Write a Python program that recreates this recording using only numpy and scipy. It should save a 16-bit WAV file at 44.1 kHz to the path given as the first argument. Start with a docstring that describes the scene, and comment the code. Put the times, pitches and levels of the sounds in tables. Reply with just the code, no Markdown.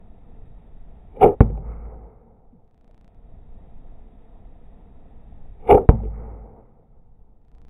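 """Wind rumbles and a faint whine throbs once a frame; then two slingshot shots outdoors, four times slower than
life. Close by, the bands flap as turbulent noise; the ball smacks a wooden sheet, a push that sinks in pitch
and overloads the capsule. The sheet booms, a noisy echo answers close by, a late swell of noise rises and
fades, and small taps follow. The closed camera housing rings as resonances; steps tick through the two cross-
fades; limiting and straight-line slowing colour it all."""
import sys
import numpy as np
from scipy.fft import rfft, irfft, next_fast_len
from scipy.io import wavfile
from scipy.ndimage import uniform_filter1d, minimum_filter1d, map_coordinates

SR = 44100
rng = np.random.default_rng(int(sys.argv[2]) if len(sys.argv) > 2 else 0)


def materialize(psi):
    """Save the field psi as 16-bit PCM at rate SR to the path in sys.argv[1].

    A 1-D psi becomes a single channel; in a 2-D psi each row is a channel.
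    """
    bounded = np.clip(np.atleast_2d(psi).T, -1, 1)
    quanta = np.round(bounded * 32767).astype(np.int16)
    wavfile.write(sys.argv[1], SR, quanta)


N = 339393

# The ball lands on the sheet: start_s, drive_db (before overload), first_half_wave_s
BALL_HITS = [(1.4063, 25, .0034), (5.8899, 26, .0039)]
# Resonances of the closed camera housing: centre_hz, width_hz, level_db
HOUSING_MODES = [(260, 74, -14.5), (399, 51, -3.5), (467.2, 50.5, 0.5), (537, 150, -12), (718, 58, -8),
                 (794.6, 72, -4.5), (899, 120, -12), (973, 140, -19.5), (1164, 60, -24), (1210, 74, -23),
                 (1360, 110, -32.5)]
# Colour of the bright noise in flaps, cracks and ticks: frequency_hz, relative_level_db_per_hz
BRIGHT_SPECTRUM = [(850, -35.5), (1450, -5.5), (1660, -9), (1750, -15.5), (2310, 3.5), (2590, -11.5),
                   (2810, -5.5), (2940, -10.5), (3060, -22), (3390, -15), (3800, -25.5), (4940, -56.5),
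                   (8360, -120)]
# Runs of steps in the cross-fades: first_s, last_s, first_jump_db, last_jump_db
CROSS_FADES = [(2.644, 3.0782, -62, -43.5), (3.146, 3.145, -55, -59), (7.416, 7.6829, -63.5, -43)]


def amp(db):
    """Decibels to a linear gain."""
    return 10 ** (np.asarray(db) / 20)


def unit(x):
    """The signal scaled to rms 1."""
    return x / np.sqrt(np.mean(x ** 2) + 1e-20)


def since(s):
    """Seconds after a moment, for every sample."""
    return np.arange(N) / SR - s


def wobble(rate):
    """A smooth random curve, rate knots a second."""
    knots = rng.standard_normal(int(N * rate / SR) + 4)
    return map_coordinates(knots, [np.arange(N) * rate / SR])


def filtered(x, response):
    """The signal times a complex response of frequency."""
    m = next_fast_len(N + SR // 2)
    return irfft(rfft(x, m) * response(np.fft.rfftfreq(m, 1 / SR)), m)[:N]


def modes(table):
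    """The causal response of a set of resonances, of alternating sign."""
    def response(f):
        total = 0
        for k, (centre, width, db) in enumerate(table):
            resonance = 1j * f * width / (centre * centre - f * f + 1j * f * width)
            total = total + (-1) ** k * amp(db) * resonance
        return total
    return response


def noise(spectrum, rough_db=0, rate=30):
    """Coloured noise of rms 1 whose level wobbles."""
    f, db = np.transpose(spectrum)

    def colour(hz):
        return amp(np.interp(np.log(hz + 1), np.log(f + 1), db, -120, -120))  # straight lines over log frequency
    swells = amp(rough_db * wobble(rate))
    return unit(swells * filtered(rng.standard_normal(N), colour))


def steadied(x, share):
    """Noise with part of its chance swells evened out."""
    power = uniform_filter1d(unit(x) ** 2, size=260)
    return unit(x / (power + .02) ** (share / 2))


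def dying(t, db, decay):
    """A gain that swells from t = 0 over 8 ms and falls by decay dB a second."""
    return np.clip(t / .008, 0, 1) * amp(db - decay * np.maximum(t, 0))


def whip(start_db, peak_db, attack, hold, decay):
    """The gain of one band voice: lead-in, attack, hold and decay at every release, then a sharp drop before the hit."""
    # The bands let go: start_s, drop_s, strength_db, lead_in_db, attack_factor
    releases = [(1.201, 1.345, 0.3, -0.5, .95), (5.67, 5.858, 1.55, -2, 1.4)]
    lead_in_db_per_s = 259  # the rustle grows towards the release
    out = np.zeros(N)
    for s, drop, strength_db, lead_db, slower in releases:
        t = since(s)
        rise = slower * attack
        shape_db = np.interp(t, [0, rise], [start_db + lead_db, peak_db])
        shape_db += lead_in_db_per_s * np.minimum(t, 0)
        shape_db -= decay * np.maximum(t - rise - hold, 0)
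        drop_db = 1400 * np.clip(since(drop), 0, .012)  # 1400 dB/s for 12 ms
        out += amp(strength_db + shape_db - drop_db)
    return out


def bands():
    """The rubber whips forward as turbulence with a few slaps; the housing's deep and middle modes ring with it."""
    # Slaps of rubber: start_s, deep_db, middle_db, bright_db
    flaps = [(1.215, -20, -19, -39), (1.229, -12.5, -11.5, -31.5), (1.241, -6.5, -19, -36.5),
             (1.259, -15.5, -24, -50), (5.693, -18, -23, -40), (5.704, -14, -16.5, -37.5),
             (5.72, -9.5, -10.5, -28), (5.747, -11, -17.5, -43.5), (5.776, -26, -15.5, -48.5)]
    # Deep, middle, bright and low voice: release_db, peak_db, attack_s, hold_s, decay_db_per_s
    whip_shapes = [(-39, -14, 0.036, 0.039, 260.5), (-43.5, -14.5, .026, 0.0089, 270),
                   (-59.5, -35.5, 0.025, 0.0035, 379), (-41.5, -22.5, .035, .03, 190)]
    # Colour of the low voice: frequency_hz, relative_level_db_per_hz
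    low_spectrum = [(12, -32.5), (20, 0), (50, -0.5), (179, -9), (260, -6.5), (340, -29), (570, -120)]
    flap_s, flap_low_db = .0036, -14  # width of a slap; its low part under the deep one

    s, deep_db, middle_db, bright_db = np.transpose(flaps)[:, :, None]
    shape = np.exp(-.5 * (since(s) / flap_s - 1) ** 2)
    slap_levels = (deep_db, middle_db, bright_db, deep_db + flap_low_db)
    slaps = [(amp(db) * shape).sum(axis=0) for db in slap_levels]

    def ring(table):
        dulled = lambda f: modes(table)(f) / (1 + (f / 2000) ** 4)
        return steadied(filtered(rng.standard_normal(N), dulled), share=.6)
    deep, middle = ring(HOUSING_MODES[:4]), ring(HOUSING_MODES[4:])
    bright = noise(BRIGHT_SPECTRUM, rough_db=4.0, rate=150)
    voices = [deep, middle, bright, noise(low_spectrum)]
    return sum((whip(*rule) + slap) * voice for rule, slap, voice in zip(whip_shapes, slaps, voices))


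def hits():
    """Bending waves spread by speed: the push starts high, sinks in pitch, shakes the housing and overloads the capsule."""
    out, crack = np.zeros(N), np.zeros(N)
    t = np.arange(SR // 10) / SR
    for s, drive_db, half in BALL_HITS:
        start = round(s * SR)
        sinking = np.sin(np.pi * (t / half) ** .63)
        push = sinking * (np.exp(-t / .0031) + .012 * np.exp(-t / .03))
        out[start:][:len(t)] += amp(drive_db) * push * (1 - np.exp(-(t / .001) ** 2))
        crack[start:][:len(t)] += amp(-31.0 - 60 * t / 0.049) * (1 - np.exp(-(t / 0.0098) ** 2))
    out = out + amp(-1.0) * filtered(out, modes(HOUSING_MODES))
    overloaded = out / (1 + np.abs(out / .972) ** 8) ** (1 / 8)  # flattens at .972
    dulled = filtered(overloaded, lambda hz: 1 / (1 + (hz / 2400) ** 4))
    return dulled + crack * noise(BRIGHT_SPECTRUM)


def tails():
    """The sheet booms on its lowest mode and shivers above it; a quick echo dies away, then a late swell of
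    noise rises and thins out."""
    # After each hit: boom_db, damped_after_s, extra_decay_db_per_s, shiver_db, near_db, swell_db, hold_factor
    answers = [(-25, 0.54, 48, 0, -1, 0, 0.95), (-26.5, 0.53, 85, 0, 1, -2, 0.93)]
    # Quick and slow part of the shiver: level_db, decay_db_per_s
    shiver_parts = [(-12.5, 264), (-35, 27)]
    # Upper modes of the sheet, for one of two passes: centre_hz, width_hz, level_db
    sheet_modes = [(93.4, 11, 2.5), (129, 61, -1), (172.4, 26, 1), (223, 26, -2.5)]
    # Near walls, echo and bright echo: slap_db, slap_decay_db_per_s, rest_db, rest_decay_db_per_s
    near_walls = [(-22, 518.5, -40.5, 59.5), (-45.5, 488, -60, 49)]
    # Late swell, plain and bright: level_db, delay_s, attack_s, hold_s (before hold_factor), decay_db_per_s
    late_swells = [(-45.5, 0.19, 0.14, .17, 32.5), (-58.5, 0.21, 0.068, 0.026, 34)]
    # Colour of the echo: frequency_hz, relative_level_db_per_hz
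    echo_spectrum = [(140, -16), (230, -3.5), (365, -5.5), (400, -1), (447, 3.5), (549, -1), (610, -9.5),
                     (766, -2), (929, -7.5), (1060, -20), (1200, -23.5), (1560, -30), (2640, -120)]
    # Colour of the bright echo: frequency_hz, relative_level_db_per_hz
    bright_echo_spectrum = [(650, -27), (1100, -3.5), (1270, 0), (1460, -11.5), (1760, -17), (2170, -11.5),
                            (2410, -22.5), (3360, -45.5), (3800, -63.5), (4940, -89), (8360, -120)]
    boom_hz, boom_decay = 54.1, 24  # Hz, dB/s

    boom_gain, shiver_gain, echo_gain = np.zeros(N), np.zeros(N), np.zeros((2, N))
    for (s, *_), answer in zip(BALL_HITS, answers):
        boom_db, damped, damping, shiver_db, near_db, swell_db, longer = answer
        t = since(s + 0.0021)
        boom_gain += dying(t, boom_db - damping * np.maximum(t - damped, 0), boom_decay)
        shiver_gain += sum(dying(t, shiver_db + db, decay) for db, decay in shiver_parts)
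        near = [dying(t, slap_db, fast) + dying(t, rest_db, slow)
                for slap_db, fast, rest_db, slow in near_walls]
        swelling = []
        for db, delay, attack, hold, decay in late_swells:
            swell = np.clip((t - delay) / attack, 0, 1)
            falling_s = np.maximum(t - delay - attack - longer * hold, 0)
            swelling.append(swell * amp(db - decay * falling_s))
        echo_gain += amp(near_db) * np.array(near) + amp(swell_db) * np.array(swelling)

    pitch_hz = boom_hz + 1.4 * wobble(10)
    boom = np.sqrt(2) * np.sin(2 * np.pi * np.cumsum(pitch_hz) / SR)
    boom = amp(2.2 * wobble(27)) * boom
    shiver = unit(filtered(rng.standard_normal(N), lambda f: modes(sheet_modes)(f) ** 2))
    echo = echo_gain[0] * noise(echo_spectrum, rough_db=2.0, rate=19)
    bright_echo = echo_gain[1] * noise(bright_echo_spectrum, rough_db=1.5, rate=170)
    return boom_gain * boom + shiver_gain * shiver + echo + bright_echo


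def knocks():
    """Chips and the bouncing ball: short dull taps of two sagging partials with a bright tick."""
    # Small taps: start_s, level_db, pitch_hz
    small_taps = [(1.17, -29.5, 538), (1.5, -28, 485), (1.551, -40, 856), (1.576, -31, 784),
                  (1.577, -36, 428), (2.83, -59, 333), (2.892, -48, 625), (2.899, -57, 444),
                  (5.321, -46, 732), (6.002, -32.5, 796), (6.018, -39, 560), (6.034, -30, 460),
                  (6.038, -38, 820), (6.052, -28, 452), (6.07, -39.5, 447)]
    # A soft landing: start_s, level_db, pitch_hz, t60_s, sag_per_s
    soft_landing = [(2.524, -42.5, 290, .42, 12)]
    tap_cycles, tap_sag, tick_db = 29, 3.0, -33  # cycles to fall 60 dB, pitch sag 1/s, tick under the tap

    out, t = np.zeros(N), np.arange(SR // 4) / SR
    tick = noise(BRIGHT_SPECTRUM)
    taps = [(s, db, hz, tap_cycles / hz, tap_sag) for s, db, hz in small_taps]
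    for s, db, hz, t60, sag in taps + soft_landing:
        here = slice(round(s * SR), round(s * SR) + len(t))
        cycles = hz * (1 - np.exp(-sag * t)) / sag
        tap = np.sin(2 * np.pi * cycles)
        tap += .6 * np.sin(2 * np.pi * .8 * cycles + rng.uniform(0, 6))
        out[here] += amp(db - 60 * t / t60) * (1 - np.exp(-t / 0.0013)) * tap
        out[here] += amp(db + tick_db - 60 * t / .025) * tick[here]
    landing = abs(since(soft_landing[0][0] + .1)) < .1
    return out * amp(5 * wobble(130) * landing)  # the landing is uneven


def ambience():
    """Wind on the housing, distant air, hiss, and a whine that throbs once a frame; air and hiss sink after a hit."""
    # Level of the wind: time_s, level_db
    gusts = [(0, -41), (.45, -40), (0.799, -43), (1.2, -39), (1.7, -41), (2.3, -53), (2.9, -53),
             (3.339, -42.5), (3.78, -39.5), (4.3, -44), (5.301, -41.5), (5.7, -38.5), (6.2, -45.5),
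             (6.799, -53), (7.169, -49.5), (7.45, -52), (7.7, -44)]
    # Colour of the wind: frequency_hz, relative_level_db_per_hz
    wind_spectrum = [(5.9, -29.5), (10, 4), (27, -3.5), (55, -9.5), (85, -16), (170, -24.5), (220, -50),
                     (370, -120)]
    # Colour of the distant air: frequency_hz, relative_level_db_per_hz
    air_spectrum = [(88, -33), (150, -2.5), (216, -0.5), (364, -12), (454, -6.5), (595, -15.5),
                    (701, -12.5), (875, -14), (1120, -26.5), (1300, -26.5), (1500, -35), (1950, -58.5),
                    (3300, -120)]
    # Colour of the hiss: frequency_hz, relative_level_db_per_hz
    hiss_spectrum = [(760, -33.5), (1300, -1), (1420, -9.5), (1580, -8), (1850, -3), (2280, -8.5),
                     (2550, -7.5), (2930, -14.5), (3620, -10.5), (3800, -11.5), (4940, -43.5), (8360, -120)]
    air_db, hiss_db = (-55.5, -66.5, -66), (-75, -92.5, -91.5)  # before a shot, after the first, after the second
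    sink_s, dissolve_s = 0.23, 1  # fall after a hit, return from the start of a cross-fade
    frame_hz = 29.97

    sunk = np.array([np.clip(since(hit) / sink_s, 0, 1) - np.clip(since(fade) / dissolve_s, 0, 1)
                     for (hit, *_), (fade, *_) in zip(BALL_HITS, (CROSS_FADES[0], CROSS_FADES[-1]))])

    def level(before_db, *after_db):
        return amp(before_db) * (1 - sunk.sum(axis=0)) + amp(after_db) @ sunk

    frames = frame_hz * np.arange(N) / SR
    frames = frames - np.where(frames < 88, .55, .62)  # the second shot's frames lie a little later
    throb = np.exp(3 * (np.cos(2 * np.pi * frames) - 1)) * amp(3 * wobble(20))
    whine = unit(throb * np.sin(2 * np.pi * 23 * frames + .7 * wobble(15)))  # 23 cycles a frame
    air = noise(air_spectrum, rough_db=1.14, rate=9.9) + amp(-11.5) * whine
    wind_gain = amp(np.interp(since(0), *np.transpose(gusts)))
    wind = wind_gain * noise(wind_spectrum, rough_db=-2.0, rate=4.5)
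    hiss = noise(hiss_spectrum, rough_db=0.6)
    return wind + level(*air_db) * air + level(*hiss_db) * hiss


def frame_steps():
    """During a cross-fade the waveform jumps down once a frame, by more in each long run, and creeps back."""
    step_s, creep_s = .0334, 0.0077
    jumps = np.zeros(N)
    for first, last, first_db, last_db in CROSS_FADES:
        k = np.arange(round((last - first) / step_s) + 1)
        places = np.round((first + .0008 + k * step_s) * SR).astype(int)
        jumps[places] = -np.linspace(amp(first_db), amp(last_db), len(k))

    def creep(hz):
        return 1 / (1 / creep_s / SR + 2j * np.pi * hz / SR) / (1 + (hz / 9000) ** 2)
    return filtered(jumps, creep)


def scene():
    """The shots, their answers and the surroundings at the microphone."""
    return (ambience() + bands() + hits() + tails() + knocks())[None]


def record(dry):
    """A limiter holds the peaks near full scale; slowing down by straight-line interpolation mirrors the sound round
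    the slowed sampling rate; the frame steps join and the highest peaks clip."""
    slow_sr, camera_hz, top_hz = 12000, 3830, 15800  # slowed sampling rate, slowed band limit, final band limit
    needed = np.minimum(1, 1.012 / (np.abs(dry[0]) + 1e-9))
    limiter_gain = uniform_filter1d(minimum_filter1d(needed, size=264), size=132)
    x = filtered(dry[0] * limiter_gain, lambda hz: hz < camera_hz)
    mirror = 2 * x * np.cos(2 * np.pi * slow_sr * np.arange(N) / SR)
    x = x + amp(2.0) * filtered(mirror, lambda hz: np.sinc(hz / slow_sr) ** 2)
    clipped = np.clip(x + frame_steps(), -1, 1)
    noisy = clipped + amp(-97.5) * rng.standard_normal(N)
    return filtered(noisy, lambda hz: hz < top_hz)[None]


dry = scene()
out = record(dry)
materialize(out)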